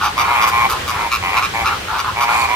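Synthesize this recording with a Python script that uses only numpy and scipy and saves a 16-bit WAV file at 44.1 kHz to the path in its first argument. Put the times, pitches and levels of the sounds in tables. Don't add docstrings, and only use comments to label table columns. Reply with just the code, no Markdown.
import sys
import numpy as np
from scipy import signal
from scipy.fft import rfft, irfft, next_fast_len
from scipy.io import wavfile
from scipy.ndimage import uniform_filter1d, map_coordinates

SR = 44100
rng = np.random.default_rng(int(sys.argv[2]) if len(sys.argv) > 2 else 0)


def unload_wav(signal):
    wavfile.write(
        sys.argv[1],
        SR,
        np.round(np.clip(np.atleast_2d(signal).T, -1, 1) * 32767).astype(np.int16),
    )


def boost_factor(decibels):
    exponent = np.asarray(decibels, float) / 20
    return 10 ** exponent


N = 112454


def unit(x):
    return x / np.sqrt(np.mean(np.abs(x) ** 2) + 1e-20)


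def along(points, hz):
    f, v = np.transpose(points)
    return np.interp(np.log(hz + 1), np.log(f + 1), v, left=v[0], right=v[-1])


def wobble(rate_hz, size):
    knots = rng.standard_normal(int(size * rate_hz / SR) + 4)
    return map_coordinates(knots, [np.arange(size) * rate_hz / SR])


def filtered(x, response):
    m = next_fast_len(x.shape[-1] + 4096)
    spectrum = rfft(x, m) * response(np.fft.rfftfreq(m, 1 / SR))
    return irfft(spectrum, m)[..., :x.shape[-1]]


def add(track, start_s, sound):
    track[:, round(start_s * SR):][:, :sound.shape[1]] += sound


def throat_response(throat, tone_hz):
    tracking, fixed = throat
    peaks = [(multiple * tone_hz, width, db) for multiple, width, db in tracking] + fixed

    def ring(hz):
        total = 0
        for k, (center, width, db) in enumerate(peaks):
            damping = 1j * hz * width
            total = total + (-1) ** k * boost_factor(db) * (damping / (center ** 2 - hz ** 2 + damping)) ** 2
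        return total
    return ring


# f/Hz, level/dB
SCATTER_CURVE = [(700, -6), (1300, -6.5), (2500, -5), (6000, -4)]


def scatter_paths(t):
    paths = rng.standard_normal((2, 1500)) * (rng.random((2, 1500)) < 0.06)
    paths = paths * np.exp(-t[:1500] / 0.015)
    paths = paths / np.linalg.norm(paths, axis=1, keepdims=True)
    paths = filtered(paths, lambda hz: boost_factor(along(SCATTER_CURVE, hz)))
    paths[:, 0] += 1
    return paths


# f/Hz, level/dB
HISS_CURVE = [(2500, -38), (4500, 3), (7000, 1.5), (8400, -3), (10500, 1), (13500, 3), (15600, -10)]


def call(length_s, rate_hz, tone_hz, throat, hiss_db, arch, rough, attack_s, release_s, puff_s, lag_s):
    t = np.arange(int(0.4 * SR)) / SR
    size = len(t)
    bend = 1 + arch * (np.sin(np.pi * np.clip(t / length_s, 0, 1)) - 0.6) + 0.008 * wobble(19.57, size)
    jitter = 1 + 0.1 * rough * wobble(90, size)
    cycles = np.cumsum(rate_hz * bend * jitter) / SR + 0.7
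    pulses = np.append(0, np.diff(np.floor(cycles)))
    swell = np.clip(t / attack_s, 0, 1) * np.clip((length_s - t) / release_s, 0, 1)
    gate = pulses * swell * boost_factor(1.4 * rough * wobble(117, size))

    phase = 2 * np.pi * np.cumsum(tone_hz * bend) / SR + rough * wobble(111.2, size)
    ring = throat_response(throat, tone_hz)
    tone = filtered(gate * np.cos(phase), ring)
    tone = tone + filtered(gate * np.sin(phase), lambda hz: 1j * ring(hz))

    puff = t[:600] * np.exp(-t[:600] / puff_s)
    puffs = signal.fftconvolve(gate, puff)[:size] * rng.standard_normal((3, size))
    breath = filtered(puffs[0], lambda hz: ring(hz) * (hz / 1000) ** 0.25)
    breath_share = 0.5 * rough
    body = unit(tone) * np.sqrt(1 - breath_share) + unit(breath) * np.sqrt(breath_share)
    hiss = filtered(puffs[1:] + 0.43 * puffs[0], lambda hz: boost_factor(along(HISS_CURVE, hz)))

    delays_s = np.array([[0.00032 + lag_s], [0.0003]])
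    ports = filtered(body, lambda hz: np.exp(-2j * np.pi * hz * delays_s))
    scattered = signal.fftconvolve(ports, scatter_paths(t), axes=1)[:, :size]
    return (scattered + boost_factor(hiss_db) * unit(hiss)) * np.sqrt(length_s / t[-1])


# (f/Hz, width/Hz, level/dB)
CROAK_RESONANCES = [(1.005, 200, 0), (1.3, 300, -21)], [(815, 130, -3), (1750, 400, -21), (2050, 300, -14),
                    (2330, 330, -8), (3300, 800, -26)]
SLOW_CROAK_RESONANCES = [(1.005, 200, 0), (1.35, 350, -14)], [(815, 130, -2), (1950, 300, -11),
                         (2350, 480, -4), (3300, 800, -24)]
# t/s, length/s, level/dB, pulse rate/Hz, tone f/Hz
CROAK_CALLS = [(0.157, 0.108, -17, 115, 1044), (0.262, .12, -18, 122, 950), (0.339, .16, -14.5, 114, 1060),
               (.505, 0.17, -15.5, 116.4, 1051), (0.633, 0.044, -18.5, 117, 897),
               (0.896, 0.085, -25.5, 130, 974), (0.971, 0.12, -21.5, 111, 930),
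               (1.211, 0.115, -20, 88, 947.4), (1.307, .11, -19.5, 95, 924.4),
               (1.527, 0.12, -18, 113.5, 917), (1.661, 0.091, -25, 124, 920), (2.149, 0.13, -19, 115, 945),
               (2.26, 0.12, -17, 112, 958.5), (2.325, 0.15, -16, 117, 1035),
               (2.466, 0.147, -19.5, 111, 958)]


def croaks(track):
    for start_s, length_s, level_db, rate_hz, tone_hz in CROAK_CALLS:
        throat = CROAK_RESONANCES if rate_hz > 110.5 else SLOW_CROAK_RESONANCES
        sound = call(length_s, rate_hz, tone_hz, throat, hiss_db=-21.5, arch=0.042, rough=0.28,
                     attack_s=0.022, release_s=0.026, puff_s=0.0035, lag_s=0.00011)
        add(track, start_s, boost_factor(level_db) * sound)


# (f/Hz, width/Hz, level/dB)
RASP_RESONANCES = [(.8, 268, 2.5), (1.01, 324, 1.5)], [(872, 53, 5.5), (1670, 130, -12.5), (2720, 940, -16),
                   (4000, 1040, -20.5)]
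# t/s, length/s, level/dB, pulse rate/Hz, tone f/Hz
RASP_CALLS = [(0, .1, -18, 106, 1342), (.24, 0.15, -18.5, 111, 1324), (.39, 0.12, -23.5, 170, 1396),
              (0.679, 0.11, -21.5, 126, 1330), (.93, .13, -24.5, 110, 1347), (1.331, .13, -22.5, 97, 1359),
              (1.634, 0.142, -21, 110, 1380), (1.871, .15, -22.5, 106, 1391), (2.033, 0.1, -21, 112, 1298),
              (2.277, 0.092, -20.5, 127, 1400), (1.9, 0.094, -24, 108, 1026)]


def rasps(track):
    for start_s, length_s, level_db, rate_hz, tone_hz in RASP_CALLS:
        sound = call(length_s, rate_hz, tone_hz, RASP_RESONANCES, hiss_db=-24, arch=0.016, rough=0.79,
                     attack_s=0.01, release_s=0.042, puff_s=0.0036, lag_s=-0.000048)
        add(track, start_s, boost_factor(level_db) * sound)


# (f/Hz, width/Hz, level/dB)
BARK_RESONANCES = [(1.01, 190, 0), (1.22, 300, -8)], [(2330, 400, -14), (2900, 500, -19), (3600, 600, -19),
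                   (4800, 400, -17), (5850, 400, -19)]
SECOND_BIRD_RESONANCES = [(1.01, 190, 0), (1.22, 300, -7)], [(2380, 240, -5), (2720, 350, -11),
                          (3950, 550, -14), (5200, 500, -19), (6400, 500, -22)]
# t/s, length/s, level/dB, tone f/Hz, hiss level/dB
BARK_CALLS = [(.025, 0.058, -21, 1092, -13), (.015, .085, -22.5, 830, -30),
              (0.168, 0.066, -16.5, 1060, -16.5), (.405, 0.053, -17.5, 1061, -15),
              (.462, 0.047, -21.5, 1081, -7), (0.687, 0.053, -21, 1083, -7), (0.867, 0.062, -21, 1094, -12),
              (1.106, 0.068, -16.5, 1091, -15.5), (1.357, 0.048, -17, 1083, -19),
              (1.414, 0.057, -19, 1097, -18), (1.648, 0.051, -18, 1120, -19),
              (1.973, 0.047, -20, 1081, -15.5), (2.198, 0.058, -17.5, 1100, -16)]


def barks(track):
    for start_s, length_s, level_db, tone_hz, hiss_db in BARK_CALLS:
        throat = SECOND_BIRD_RESONANCES if 1 < start_s < 1.8 else BARK_RESONANCES
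        sound = call(length_s, 124, tone_hz, throat, hiss_db, arch=0.019, rough=0.5,
                     attack_s=0.012, release_s=0.019, puff_s=0.0017, lag_s=-0.000057)
        add(track, start_s, boost_factor(level_db) * sound)


def flock():
    track = np.zeros((2, N + SR))
    croaks(track)
    rasps(track)
    barks(track)
    return boost_factor(-1) * track[:, :N]


# f/Hz, correlation
PORT_LIKENESS = [(60, 0.95), (130, 0.99), (290, 0.8), (640, 0.071), (15000, 0.0089)]


def rush(spectrum, patchy_db):
    z = signal.stft(rng.standard_normal((2, N)), nperseg=512)[2]
    field = uniform_filter1d(rng.standard_normal(z.shape[1:]), 6, 0)
    field = uniform_filter1d(field, 10, 1)
    pair = signal.istft(z * boost_factor(patchy_db * unit(field)), nperseg=512)[1][:, :N]

    def mid_side(hz):
        angle = np.arccos(np.clip(along(PORT_LIKENESS, hz), -1, 1)) / 2
        return boost_factor(along(spectrum, hz)) * [np.cos(angle), np.sin(angle)]
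    mid, side = filtered(pair, mid_side)
    return unit(np.array([mid + side, mid - side]))


# f/Hz, level/(dB per Hz)
FEATHER_SPECTRUM = [(3000, -16), (4500, 13.5), (5400, -9), (6500, 4), (10000, -3.5), (11500, -18),
                    (15000, -22)]


def flap():
    start_s, length_s, level_db = 2.298, 0.17, -28
    progress = np.clip((np.arange(N) / SR - start_s) / length_s, 0, 1)
    swell = np.sin(np.pi * progress) ** 0.43
    return boost_factor(level_db + 2.4 * wobble(200, N)) * swell * rush(FEATHER_SPECTRUM, patchy_db=2.5)


# f/Hz, t60/s
YARD_T60 = [(500, 0.86), (2000, 0.4), (10000, 0.42)]


def yard(x):
    hz, t, z = signal.stft(rng.standard_normal((2, SR // 3)), SR, nperseg=256)
    decay = boost_factor(-60 * t / along(YARD_T60, hz)[:, None])
    tail = signal.istft(z * decay, SR, nperseg=256)[1]
    return signal.fftconvolve(x, tail / np.linalg.norm(tail[0]), axes=1)[:, :N]


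# f/Hz, level/(dB per Hz)
WATER_SPECTRUM = [(150, -14), (260, -6.5), (420, 0), (700, -2.5), (1500, 0), (3500, -4.5), (8500, -17),
                  (15600, -25)]


def water():
    return boost_factor(-27 + 1.54 * wobble(2.43, N)) * rush(WATER_SPECTRUM, patchy_db=1.1)


# f/Hz, level/(dB per Hz)
TRAFFIC_SPECTRUM = [(15, -41), (25, -16), (64, 2.5), (81, 5), (145, -6.5), (188, -2.5), (231, -13.5),
                    (300, -11.5), (390, -42), (660, -120)]


def traffic():
    return boost_factor(-34.5 + 0.68 * wobble(4.23, N)) * rush(TRAFFIC_SPECTRUM, patchy_db=1.6)


def scene():
    birds = flock() + flap()
    return birds + boost_factor(-13) * yard(birds) + water() + traffic()


def roll_off(x):
    return signal.sosfilt(signal.butter(12, 15720, fs=SR, output="sos"), x)


def record(dry):
    top_hz = 15780
    mix = filtered(dry, lambda hz: hz < top_hz)
    return roll_off(mix)


dry = scene()
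out = record(dry)
unload_wav(out)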